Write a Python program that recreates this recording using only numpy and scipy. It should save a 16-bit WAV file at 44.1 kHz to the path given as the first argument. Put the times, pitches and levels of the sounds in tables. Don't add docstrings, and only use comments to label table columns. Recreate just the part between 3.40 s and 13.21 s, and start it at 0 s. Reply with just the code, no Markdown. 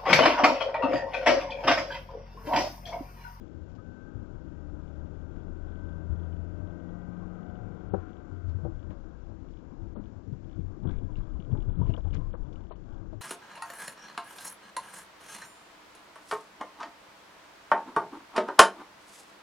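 import sys
import numpy as np
from scipy import signal
from scipy.io import wavfile
from scipy.ndimage import uniform_filter1d

SR = 44100
rng = np.random.default_rng(int(sys.argv[2]) if len(sys.argv) > 2 else 0)


def put_to_file(sound):
    columns = np.atleast_2d(sound).T
    safe = np.clip(columns, -1, 1)
    whole_steps = np.round(safe * 32767)
    wavfile.write(sys.argv[1], SR, whole_steps.astype(np.int16))


N = 432621


def undb(db):
    return 10 ** (np.asarray(db) / 20)


def rms_one(x):
    return x / np.sqrt(np.mean(x ** 2) + 1e-20)


def in_time(points, step=1):
    s, values = np.transpose(points)
    return np.interp(np.arange(0, N, step) / SR, s, values)


def at_hz(points, hz):
    pitches, levels = np.transpose(points)
    return np.interp(np.log(hz), np.log(pitches), levels)


def band_pass(x, low_hz, high_hz, order=2):
    return signal.sosfilt(signal.butter(order, [low_hz, high_hz], "band", fs=SR, output="sos"), x)


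def low_pass(x, hz, order=2):
    return signal.sosfilt(signal.butter(order, hz, fs=SR, output="sos"), x)


def cut_above(x, hz):
    return signal.sosfilt(signal.ellip(10, .5, 60, hz, fs=SR, output="sos"), x)


def drift(rate):
    r = np.exp(-128 * np.pi * rate / SR)
    coarse = rng.standard_normal(N // 64 + 1002)
    slow = signal.lfilter([1], [1, -2 * r, r * r], coarse)[1000:]
    return np.interp(np.arange(N) / 64, np.arange(len(slow)), rms_one(slow))


def ring(clicks, hz, t60):
    r = undb(-60 / (max(t60, .004) * SR))
    w = 2 * np.pi * hz / SR
    return signal.lfilter([0, np.sin(w)], [1, -2 * r * np.cos(w), r * r], clicks + 1e-18)


def add(out, s, sound):
    i = max(round(s * SR), 0)
    out[i:i + len(sound)] += sound[:N - i]


def noise_bands(spectrum, low_hz, high_hz, patchy_db):
    count = max(round(3 * np.log2(high_hz / low_hz)), 1)
    edges = np.geomspace(low_hz, high_hz, count + 1)
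    white = rng.standard_normal((2, N))
    together, out = drift(6.4), 0
    for k, (low, high) in enumerate(zip(edges, edges[1:])):
        flicker_db = patchy_db * (2.0 * together + drift(6.8))
        level_db = at_hz(spectrum, np.sqrt(low * high)) + flicker_db
        out = out + band_pass(white[k % 2], low, high) * undb(level_db)
    return rms_one(out)


LIFT_OFF_S = 4.6


def coasting(step=1):
    return np.clip((np.arange(0, N, step) / SR - LIFT_OFF_S) / .3, 0, 1)


# (pitch [Hz], width
# [Hz], level [dB])
CABIN_RESONANCES = [(84, 4.4, 4.5), (171, 48, 9.5), (246, 29, 5.5), (299, 45, 7.5), (237, 12, -5.5),
                    (278, 12, -8.5), (600, 30, 6), (816, 34, 10), (960, 90, 10), (1244, 23, 7),
                    (1263, 30, 6.5), (1402, 28, 12.5), (1545, 68, 15), (1918, 53, 9)]


def resonance_db(hz):
    return sum(db / (1 + (2 * (hz - centre) / width) ** 2) for centre, width, db in CABIN_RESONANCES)


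# (pitch [Hz], level [dB])
FIREWALL = [(15, -10.5), (60, -23), (150, -16.5), (300, -14), (500, -15.5), (900, -33.5), (1500, -29),
            (1620, -40), (1700, -45), (2300, -41)]


def cabin_db(hz):
    return at_hz(FIREWALL, hz) + resonance_db(hz)


# (time [s], level [dB])
ENGINE_LOAD = [(0, -57.5), (.7, -53), (1, -54.5), (1.5, -52.5), (2, -53), (2.7, -49.5), (3.1, -50.5),
               (3.5, -49), (4.5, -47.5), (4.75, -54.5), (5.8, -66.5), (6.3, -94), (9.81, -89)]
WHINE_ORDER, WHINE_DB, WHINE_DB_PER_HZ, WHINE_COASTING_DB, WHINE_DIES_HZ = 32, -81, .9, -4, 62


def pump_whine(firing_hz, phase, off, wander):
    speed_up_hz = np.maximum.accumulate(firing_hz) - ENGINE_SPEED[0][1]
    level_db = WHINE_DB + WHINE_DB_PER_HZ * speed_up_hz + WHINE_COASTING_DB * off
    level_db = level_db - 5.1 * np.maximum(WHINE_DIES_HZ - firing_hz, 0) - 4.5 + 2.5 * wander
    return undb(level_db) * np.sin(WHINE_ORDER * phase)


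# (pitch [Hz], level [dB])
CABIN_BOOM = [(55, -82), (62, -46), (70, -74.5), (74, -46.5), (79, -46), (84, -37.5), (88.5, -56),
              (92, -53.5)]
# (pitch [Hz], level [dB])
EXHAUST_DRONE = [(140, -72), (150, -54.5), (160, -60), (163, -47.5), (172, -50.5), (178, -43.5), (184, -56)]
BOOM_COASTING_DB, DRONE_COASTING_DB = -4, -15.0


def boom_and_drone(firing_hz, phase, off):
    boom_db = at_hz(CABIN_BOOM, firing_hz) + 3.0 + BOOM_COASTING_DB * off
    drone_db = at_hz(EXHAUST_DRONE, 2 * firing_hz) + 3.0 + DRONE_COASTING_DB * off
    return undb(boom_db) * np.sin(4 * phase) + undb(drone_db) * np.sin(8 * phase)


# (time [s], firing rate [Hz])
ENGINE_SPEED = [(0, 67.0), (1, 72.5), (2, 78.4), (3, 84.1), (3.8, 89.0), (4.4, 91.3), (4.75, 91.8),
                (5.0, 86.3), (5.2, 81.0), (5.45, 75.0), (5.75, 62.0), (6.6, 55.0), (9.81, 55.0)]
ORDER_OFFSETS = {1: -11.5, 2: -9, 3: -8, 4: -16, 5: -15.5, 6: -7, 7: -0.5, 8: -8.5, 10: 2.8, 11: 1.6, 12:
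                 0.82, 14: 3, 16: -4.5, 20: -1.8, 24: -2.5, 26: -2.5, 28: 1.4, 40: -5.5, 42: -2.1}
VALVE_ORDERS = {76: 0, 84: -5, 88: 4, 92: 5, 104: 5}
# (pitch [Hz], level [dB])
DASH_WHISTLE = [(1485, -90), (1508, -72), (1548, -66), (1557, -66), (1563, -90)]
WHISTLING_ORDERS = {70: -4, 72: -2, 76: 0, 84: -5, 88: -2}
ORDER_SWELLS = {11: [(4.4, -10)], 15: [(2.8, 6)], 16: [(.35, 12), (1.3, 11.5), (3.2, 9)], 18: [(1.1, 3)],
                19: [(2.1, 11.5), (3.95, 6.5)], 57: [(4.55, 7)], 58: [(4.5, 10.5)], 62: [(1.8, 10),
                (3.1, 7)], 66: [(2.2, 7.5)], 68: [(2.3, 8)], 70: [(3.8, 0)], 74: [(2.75, 6.5)],
                76: [(2.4, 5)], 88: [(.6, 5), (3.5, 5)], 92: [(2.85, 4), (3.6, -10)], 104: [(1.1, 5)]}
SWELL_S = .22
ODD_DB, EVEN_DB, FIRING_DB = -3, -0.5, 2
CLATTER_FROM_ORDER, CLATTER_DB, CLATTER_COASTING_DB = 50, -3, 8
SING_FROM_DB, SING_FULL_DB = 5, 11
CRANK_WOBBLE_RAD = .010


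def engine(waver_db):
    step, slow = 6, 32
    size = round(6.6 * SR) // step
    firing_hz = in_time(ENGINE_SPEED, step)[:size]
    off = coasting(step)[:size]
    cycle_hz = firing_hz / 4
    phase = 2 * np.pi * np.cumsum(cycle_hz) * step / SR
    whine_wander = drift(4)[:size * step:step]
    phase = phase + CRANK_WOBBLE_RAD * drift(6)[:size * step:step]
    out = pump_whine(firing_hz, phase, off, whine_wander) + boom_and_drone(firing_hz, phase, off)

    slow_at = np.arange(0, size, slow)
    t, off = slow_at * step / SR, off[::slow]
    load_db = in_time(ENGINE_LOAD, step)[:size:slow]
    clatter_db = load_db + CLATTER_DB + CLATTER_COASTING_DB * off
    for k in range(1, 105):
        hz = k * cycle_hz[::slow]
        uneven = np.interp(slow_at, np.linspace(0, size, 30), rng.standard_normal(30))
        sings = np.clip((resonance_db(hz) - SING_FROM_DB) / (SING_FULL_DB - SING_FROM_DB), 0, 1)
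        family_db = ODD_DB if k % 2 else EVEN_DB if k % 4 else FIRING_DB
        valve_db = VALVE_ORDERS.get(k, 0) * (1 - off) * sings
        drive_db = load_db if k < CLATTER_FROM_ORDER else clatter_db
        order_db = ORDER_OFFSETS.get(k, 0) + valve_db + family_db
        level_db = drive_db + cabin_db(hz) + order_db + waver_db * uneven
        whistle_db = at_hz(DASH_WHISTLE, hz) + WHISTLING_ORDERS.get(k, -60) - 3.0 - 20 * off
        swell_db = sum(db * np.exp(-((t - s) / SWELL_S) ** 2) for s, db in ORDER_SWELLS.get(k, []))
        gain = (undb(level_db) + undb(whistle_db)) * undb(swell_db)
        tone = np.sin(k * phase + rng.uniform(0, 2 * np.pi))
        out = out + np.repeat(gain, slow)[:size] * tone
    full = np.zeros(N)
    full[:size * step] = signal.resample_poly(out, step, 1)
    return full


# (pitch [Hz], level [dB per Hz])
HISS_COLOUR = [(1500, 5.5), (1800, 4.5), (2300, -2), (2600, -1), (3500, -4), (3900, -5.5), (5000, -6.5),
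               (7500, -9), (9000, -12.5)]
HISS_DB = -76.5


def air_hiss():
    hiss = undb(HISS_DB) * noise_bands(HISS_COLOUR, 1445, 9000, patchy_db=.15)
    intake = band_pass(hiss, 2300, 3900)
    return hiss + undb(in_time(ENGINE_LOAD) + 41) * intake


# (time [s], level [dB])
ROAD_SHAKE = [(0.0, -43), (0.11, -56), (1.61, -46.5), (5.03, -53.5), (5.08, -52), (5.19, -47),
              (7.07, -53.5), (7.21, -44), (7.38, -51), (7.49, -30.5), (7.76, -37.5), (8.8, -34.5),
              (8.83, -36.5), (8.88, -40.5), (9.21, -40.5), (9.26, -47.5), (9.45, -43), (9.81, -49.5)]
ROAD_EDGES_HZ = (55, 130, 500, 1650)
# (pitch [Hz], level [dB per Hz])
ROAD_COLOUR = [(11, -32), (18, 1.5), (43, 10), (65, -3.5), (98, 0.5), (129, -17), (199, -16.5), (233, -20),
               (263, -20), (320, -19), (422, -33.5), (465, -25), (494, -29), (534, -28), (2000, -41.5),
               (2600, -74), (4400, -120)]
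SMOOTH_DB = -50
TYRE_BOOM_DB, TYRE_BOOM_FOLLOWS, TYRE_BOOM_LINGERS_S, TYRE_BOOM_KICK_DB = -49, 0.3, 0.037, -20.5
RUMBLE_DB, RUMBLE_FOLLOWS, RUMBLE_KICK_DB = -52.5, 0.11, -2.5
ROAR_DB, ROAR_FOLLOWS, ROAR_GAIN_DB_PER_S, ROAR_LOSS_DB_PER_S = -62, 0.24, 0.8, 0.73


def road():
    shake_db, t = in_time(ROAD_SHAKE), np.arange(N) / SR
    rough_db = shake_db - SMOOTH_DB
    s, db, *_ = np.transpose(WHEEL_BUMPS)
    blows = np.bincount((s * SR).astype(int), undb(db + TYRE_BOOM_KICK_DB), N)
    kicks = signal.lfilter([1], [1, -np.exp(-1 / (TYRE_BOOM_LINGERS_S * SR))], blows + 1e-18)
    kicks = uniform_filter1d(kicks, size=900)
    before_s, after_s = np.maximum(LIFT_OFF_S - t, 0), np.maximum(t - LIFT_OFF_S, 0)
    slow_db = ROAR_GAIN_DB_PER_S * before_s + ROAR_LOSS_DB_PER_S * after_s

    a, b, c, d = ROAD_EDGES_HZ
    body = rms_one(ring(rng.standard_normal(N), 30.5, .55))
    shake = undb(shake_db) * rms_one(noise_bands(ROAD_COLOUR, 21, a, patchy_db=2.5) + 1.7 * body)
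    boom_gain = undb(TYRE_BOOM_DB + TYRE_BOOM_FOLLOWS * rough_db) + kicks
    boom = boom_gain * noise_bands(ROAD_COLOUR, a, b, patchy_db=-1.8)
    rumble_gain = undb(RUMBLE_DB + RUMBLE_FOLLOWS * rough_db) + undb(RUMBLE_KICK_DB) * kicks
    rumble = rumble_gain * noise_bands(ROAD_COLOUR, b, c, patchy_db=.9)
    roar_gain = undb(ROAR_DB + ROAR_FOLLOWS * rough_db - slow_db)
    roar = roar_gain * cut_above(noise_bands(ROAD_COLOUR, c, d, patchy_db=.9), d)
    return shake + boom + rumble + roar


# (time [s], level [dB], pitch [Hz], length [s])
PANEL_BUZZES = [(3.9, -65.5, 1290, 0.132), (4.562, -62, 1400, 0.14), (4.563, -62, 1035, 0.067),
                (7.487, -64.5, 1500, 0.063), (7.505, -73, 2140, 0.03), (7.555, -74, 2300, 0.013),
                (7.515, -80, 3600, 0.024), (9.2, -61, 950, 0.021), (8.495, -66, 2850, 0.014),
                (7.8, -60, 1110, .008), (8.66, -57, 820, 0.017), (8.105, -58, 1000, .015),
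                (8.15, -58, 850, .025), (8.285, -63, 970, .02), (8.45, -55.5, 1000, .025),
                (8.76, -61, 1030, 0.11), (6.57, -60, 520, .06), (6.57, -70, 1420, .03),
                (3.8, -64, 1100, .05), (8.94, -66, 950, 0.12)]
BUZZ_CYCLES = 29
DOOR_HZ, DOOR_T60_S, DOOR_DB = 322.7, .07, -57.5


def panels():
    hum = rms_one(ring(rng.standard_normal(N), DOOR_HZ, DOOR_T60_S))
    out = undb(DOOR_DB + 1.9 * drift(2.7)) * hum
    t = np.arange(12000) / SR
    for s, db, hz, length in PANEL_BUZZES:
        buzz = rms_one(ring(rng.standard_normal(12000), hz, BUZZ_CYCLES / hz))
        shape = np.clip(t / .006, 0, 1) * np.exp(-np.maximum(t - length, 0) / 0.019)
        add(out, s, undb(db) * shape * buzz)
    return out


# (first touch [s], last touch [s], taps per body swing, peak level [dB])
TAP_RUNS = [(.7452, .7796, 1, -69.5), (1.9629, 2.0018, 1, -65), (2.2822, 2.3937, 1, -64.5),
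            (2.491, 2.5272, 1, -64.5), (2.7247, 2.8325, 1, -64), (2.9612, 2.9612, 1, -65),
            (3.7308, 3.7678, 1, -63), (4.0302, 4.0991, 1, -62.5), (4.6064, 4.6064, 1, -67),
            (4.694, 4.7686, 1, -62.5), (5.3926, 5.4271, 1, -65), (6.0866, 6.137, 1, -64),
            (6.1709, 6.1888, 2, -64.5), (7.0958, 7.1467, 2, -62.5), (7.2085, 7.2085, 1, -64),
            (6.6393, 6.657, 2, -62.5), (3.272, 3.307, 1, -65), (7.4001, 7.436, 1, -65.5),
            (7.5677, 7.5677, 1, -64), (7.7243, 7.7243, 1, -64), (7.8356, 7.9708, 1, -64.5),
            (8.0477, 8.0477, 1, -63.5), (8.1743, 8.1743, 1, -61), (8.2985, 8.3539, 1, -63),
            (8.3903, 8.4432, 2, -61.5), (8.6068, 8.679, 1, -60.5), (8.909, 8.93, 2, -59.5),
            (9.0309, 9.0838, 1, -67), (9.208, 9.2993, 1, -63.5), (9.4898, 9.5786, 2, -65)]
SWING_S = .035
TAP_HZ, TAP_SPREAD_HZ, TAP_SPREAD_DB = 3280, 130, 1.5


def taps():
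    rows = []
    for first, last, per_swing, db in TAP_RUNS:
        count = round((last - first) * round(per_swing) / SWING_S) + 1
        for s in np.linspace(first, last, count):
            a, b = rng.standard_normal(2)
            rows.append((s, db + TAP_SPREAD_DB * a, TAP_HZ + TAP_SPREAD_HZ * b))
    return rows


# (time [s], peak level [dB], main pitch [Hz])
HARD_TICKS = [(1.4785, -66, 3170), (2.4543, -64, 3080), (2.9274, -57.5, 2820), (3.3997, -62, 2820),
              (3.4915, -63, 3260), (3.6167, -64.5, 3410), (4.155, -60, 2950), (5.5053, -56, 3180),
              (7.045, -63, 3240), (7.4728, -52, 3320), (7.491, -50, 3400), (7.5083, -53.5, 3430),
              (7.5864, -56, 3420), (7.756, -50.5, 2780), (8.0013, -52.5, 2920), (8.0235, -57, 3430),
              (8.116, -59, 3300), (8.2038, -55, 3300), (8.2227, -54.5, 2900), (8.464, -55, 2950),
              (8.483, -55.5, 2830), (8.538, -41, 2900), (8.543, -52, 3500), (8.5643, -48.5, 3260),
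              (8.7071, -55, 3170), (8.73, -49, 2890), (8.7675, -52.5, 3350), (9.128, -57, 3420),
              (9.157, -53, 2840), (9.3555, -61, 2930)]
# (pitch [Hz], level [dB], time to fall 60 dB [s])
PLASTIC_MODES = [(2360, -5.5, 0.012), (2980, -14.5, 0.048), (3320, -8, 0.0091), (3300, -9.5, 0.0056)]


def ticks():
    out, click = np.zeros(N), np.zeros(2000)
    click[0], click[90] = 1, -0.046
    soft_start = 1 - np.exp(-np.arange(2000) / SR / .0007)
    for s, db, main_hz in [*HARD_TICKS, *taps()]:
        tick = ring(click, main_hz, 0.0059 + 0.0017 * np.clip(db + 55.0, 0, 9.0))
        for hz, mode_db, t60 in PLASTIC_MODES:
            tick = tick + undb(mode_db + rng.normal(-1.5, 2.0)) * ring(click, hz, t60)
        tick = tick * soft_start
        add(out, s, undb(db - 0.5) * tick / np.abs(tick).max())
    shaken = undb(0.67 * (in_time(ROAD_SHAKE) + 48.0))
    chatter = (rng.random(N) < 12 * shaken / SR) * undb(-71.5 + rng.normal(0, 2.0, N))
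    out += ring(chatter, 3350, 0.014) + 0.4 * ring(chatter, 2900, 0.0055)
    return band_pass(out, 2100, 4000, order=3)


# (time [s], level [dB], length [s], centre pitch [Hz])
RUBBING_SCUFFS = [(0.296, -79.5, 0.029, 6000), (0.36, -72, 0.013, 4500), (5.09, -74.5, 0.022, 3970),
                  (5.508, -76, 0.021, 3020), (5.512, -60.5, 0.018, 1280), (6.117, -80, .03, 5040),
                  (6.931, -71, 0.0057, 4020), (7.527, -76.5, 0.072, 2100), (7.501, -73.5, .03, 3380),
                  (7.775, -68.5, 0.016, 3200), (8.487, -67.5, 0.032, 2880), (9.319, -66.5, 0.014, 2830),
                  (4.551, -69, 0.012, 2800), (8.228, -75, 0.008, 5000), (8.743, -57.5, 0.017, 2500),
                  (8.744, -58.5, 0.0054, 5600), (8.575, -75, 0.024, 5360), (8.767, -68.5, 0.017, 3170),
                  (9.132, -73, 0.0084, 5030), (9.16, -76, 0.0072, 5000), (9.728, -77, .012, 4000)]


def scuffs():
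    out, t = np.zeros(N), (np.arange(8000) - 4000) / SR
    for s, db, length, hz in RUBBING_SCUFFS:
        white = rng.standard_normal(8000)
        grains = white * (np.abs(white) > 2.4)
        puff = rms_one(band_pass(grains, 0.38 * hz, 1.19 * hz))
        side_s = length * np.where(t < 0, .6, 1.3)
        add(out, s - 4000 / SR, undb(db) * puff * np.exp(-(t / side_s) ** 2))
    return out


# (time [s], peak level [dB], main pitch [Hz], brightness [dB])
TRIM_KNOCKS = [(0.381, -45, 1260, -4), (2.063, -36, 560, -21), (4.536, -26.5, 780, -13.5),
               (5.246, -30, 790, -19), (5.505, -34.5, 670, -22.5), (6.556, -34.5, 532, -15),
               (6.93, -49, 980, 7), (7.185, -36, 670, -43), (7.447, -34.5, 850, -14),
               (7.471, -37, 1340, -8.5), (7.489, -40, 876, 0.5), (7.509, -36, 651, -42),
               (7.608, -48, 830, -12), (7.689, -48, 991, -11), (7.951, -42.5, 1040, -13),
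               (8.116, -43.5, 835, -16), (8.147, -35, 500, -14.5), (8.285, -48, 695, -2),
               (8.393, -45.5, 650, -9), (8.411, -32.5, 996, -14.5), (8.493, -34.5, 996, -17),
               (8.539, -36, 680, -11), (8.573, -33, 654, -12.5), (8.646, -39, 840, -13),
               (8.747, -38, 664, -5), (8.936, -36.5, 624, -9), (9.306, -35, 1074, -11.5),
               (9.726, -35, 647, -20)]
# (pitch [Hz], level [dB], time to fall 60 dB [s])
TRIM_MODES = [(197, 0, 0.06), (336.3, -3, 0.2), (404, -17, 0.21), (484, 1, 0.031), (601, -9.5, 0.17),
              (770, -22.5, 0.011), (970, -2.5, 0.023), (1160, 3, 0.0048), (1195, -11, 0.035),
              (1495, -13, 0.021)]
KNOCK_S = .016


def knocks():
    out, size = np.zeros(N), round(.25 * SR)
    t = np.arange(size) / SR
    contacts = (np.array([0, .3, .6, 1]) * KNOCK_S * SR).astype(int)
    for s, db, main_hz, bright_db in TRIM_KNOCKS:
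        luck, hit = rng.random(50), 0
        for k, (hz, mode_db, t60) in enumerate([*TRIM_MODES, (main_hz, -3.0, .05)]):
            strength = (0.15 + luck[4 * k:4 + 4 * k]) * [0.7, 0.76, 0.33, 0.21]
            clicks = np.zeros(size)
            clicks[contacts] = strength * np.sign(luck[k:k + 4] - .5)
            tilt_db = (bright_db + 16.5) * np.log2(hz / 500)
            mode = ring(clicks, hz, t60)
            level_db = mode_db + 0.93 * tilt_db + 1.1 * luck[k + 30]
            hit = hit + undb(level_db) * mode / np.abs(mode).max()
        shudder = rms_one(band_pass(rng.standard_normal(size), 200, 900))
        shudder = shudder * (1 - np.exp(-t / 0.0029)) * undb(-60 * t / 0.13)
        hit = hit / np.abs(hit).max() + 0.2 * shudder
        hit = low_pass(hit, 1900 * undb(0.27 * bright_db), order=3) * (1 - np.exp(-t / 0.0025))
        add(out, s, undb(db - 3.5) * hit / np.abs(hit).max())
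    return out


def thumps(rows, floor_db, cut_hz=600):
    out, t = np.zeros(N), np.arange(round(.4 * SR)) / SR
    for s, db, hz, t60 in rows:
        floor_hz, turn = 125 + 8.0 * rng.uniform(0, 2 * np.pi), rng.uniform(0, 2 * np.pi)
        shape = (1 - np.exp(-t / 0.003)) ** 2 * undb(-60 * t / max(t60, .03))
        floor = undb(floor_db) * np.sin(2 * np.pi * floor_hz * t + turn)
        body = floor - np.sin(2 * np.pi * hz * t)
        add(out, s, undb(db + 0.5) * shape / shape.max() * body)
    return low_pass(out, cut_hz)


# (time [s], peak level [dB], body pitch [Hz], time to fall 60 dB [s])
WHEEL_BUMPS = [(0.75, -34.5, 104.4, 0.28), (4.506, -43, 94, 0.23), (4.532, -27.5, 196, 0.067),
               (4.557, -35.5, 90.5, 0.35), (5.229, -33, 147, 0.13), (5.248, -35, 75.4, 0.36),
               (5.27, -35, 108, 0.2), (6.415, -37.5, 98, 0.16), (6.872, -35.5, 98, 0.13),
               (6.922, -29, 116, 0.065), (7.155, -38, 101.2, 0.33), (7.188, -29.5, 162, 0.053),
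               (7.208, -33, 92, 0.36), (7.426, -35, 122, 0.24), (7.449, -22, 85.3, 0.13),
               (7.468, -31, 161.5, 0.12), (7.501, -35.3, 74, 0.24), (7.535, -42, 154, 0.32),
               (7.562, -37, 104.7, 0.32), (7.629, -32.5, 91.7, 0.41), (7.701, -38, 103, 0.3),
               (7.783, -25.5, 99, 0.048), (7.831, -37, 94.6, 0.26), (7.942, -35, 61.5, 0.2),
               (7.99, -33.5, 180, 0.045), (8.079, -39.5, 124, 0.12), (8.098, -33, 141.7, 0.35),
               (8.127, -18, 111, 0.049), (8.179, -29, 97.6, 0.075), (8.255, -34, 111.6, 0.3),
               (8.28, -24.5, 86, 0.092), (8.338, -48, 71, 0.26), (8.365, -31, 170.2, 0.46),
               (8.384, -23, 77.7, 0.16), (8.41, -23, 117.7, 0.17), (8.436, -30, 66.4, 0.16),
               (8.459, -34, 92.6, 0.079), (8.49, -19, 97.6, 0.067), (8.65, -29, 87.3, 0.34),
               (8.699, -36, 101, 0.058), (8.72, -40, 145.6, 0.29), (8.744, -28.5, 83.5, 0.16),
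               (8.765, -33.5, 161, 0.2), (8.801, -34, 101, 0.093)]


def wheel_bumps():
    return thumps(WHEEL_BUMPS, floor_db=-15)


# (time [s], peak level [dB], pitch [Hz], time to fall 60 dB [s])
LOW_THUMPS = [(2.695, -24, 74, 0.13), (4.207, -38, 104.8, 0.56), (4.915, -34, 89.5, 0.16),
              (5.038, -33, 86.5, 0.68), (5.081, -27, 80.7, 0.16), (5.145, -28, 92, 0.22),
              (5.49, -41, 177.4, 0.2), (6.565, -37.5, 206, 0.25), (9.6, -39, 96.8, 0.19),
              (9.74, -38.5, 104.6, 0.23)]


def low_thumps():
    return thumps(LOW_THUMPS, floor_db=-28)


# (time [s], peak level [dB], pitch [Hz], time to fall 60 dB [s])
PANEL_HITS = [(4.5224, -44, 332, 0.08), (4.5329, -28.2, 386, 0.084), (4.5359, -30, 481, 0.046),
              (4.536, -33, 770, 0.066), (4.5386, -46, 1316, 0.035), (4.5394, -51, 985, 0.03),
              (4.5416, -27.5, 544, 0.03), (4.544, -35, 322, 0.08), (4.5459, -41, 610, 0.03),
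              (4.5559, -40, 424, 0.03), (4.5657, -41, 370, 0.05), (4.577, -43, 439, 0.05),
              (5.2484, -40.5, 572, 0.08), (5.2508, -47, 740, 0.074), (5.2511, -38, 316, 0.08),
              (5.2576, -39.5, 478, 0.04), (5.2813, -42, 323, 0.15), (6.5927, -33, 285, 0.026),
              (7.1757, -40, 312, 0.09), (7.4508, -29, 251, 0.03), (7.4543, -40.5, 325, 0.14),
              (7.4724, -36, 261, 0.05), (7.511, -40.5, 297, 0.043), (8.1206, -33.5, 250, 0.028),
              (8.123, -47.5, 418, 0.17), (8.1306, -39.6, 285, 0.03), (8.1603, -40, 326, 0.026),
              (8.1816, -39, 341, 0.045), (8.3879, -40.5, 307, 0.072), (8.4017, -43.5, 255, 0.13),
              (8.411, -40, 387, 0.041), (8.4138, -45.7, 936, 0.033), (8.4163, -50.5, 655, 0.13),
              (8.484, -37.5, 280, 0.03), (8.4903, -47, 660, 0.08), (8.4921, -39, 388, 0.034),
              (8.4937, -40.5, 247, 0.13), (8.5438, -40.9, 270, 0.025), (8.5734, -53, 990, 0.018),
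              (8.5724, -42, 500, 0.03), (8.937, -41, 499, 0.026), (9.3057, -45.5, 650, 0.041),
              (9.3073, -43.5, 458, 0.034), (9.3097, -50, 983, 0.06)]


def panel_hits():
    return thumps(PANEL_HITS, floor_db=-60, cut_hz=4000)


def scene():
    cabin = engine(waver_db=3.0) + air_hiss() + road() + panels() + ticks()
    cabin += scuffs() + knocks() + wheel_bumps() + low_thumps() + panel_hits()
    return np.stack([2 * cabin, np.zeros(N)])


# (start time [s], end time [s])
STARVED_MOMENTS = [(4.495, 4.555), (6.543, 6.605), (7.440, 7.499), (8.271, 8.395), (8.911, 8.971),
                   (9.295, 9.355)]
STARVED_ABOVE_HZ, CUTOFF_HZ = 4500, 7620


def record(dry):
    wide, narrow = cut_above(dry, CUTOFF_HZ), cut_above(dry, STARVED_ABOVE_HZ)
    t = np.arange(N) / SR
    starved = sum(1. * ((t > a) & (t < b)) for a, b in STARVED_MOMENTS)
    starved = uniform_filter1d(starved, size=200)
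    return np.round((wide + starved * (narrow - wide)) * 2 ** 15) / 2 ** 15


dry = scene()
out = record(dry)
put_to_file(out)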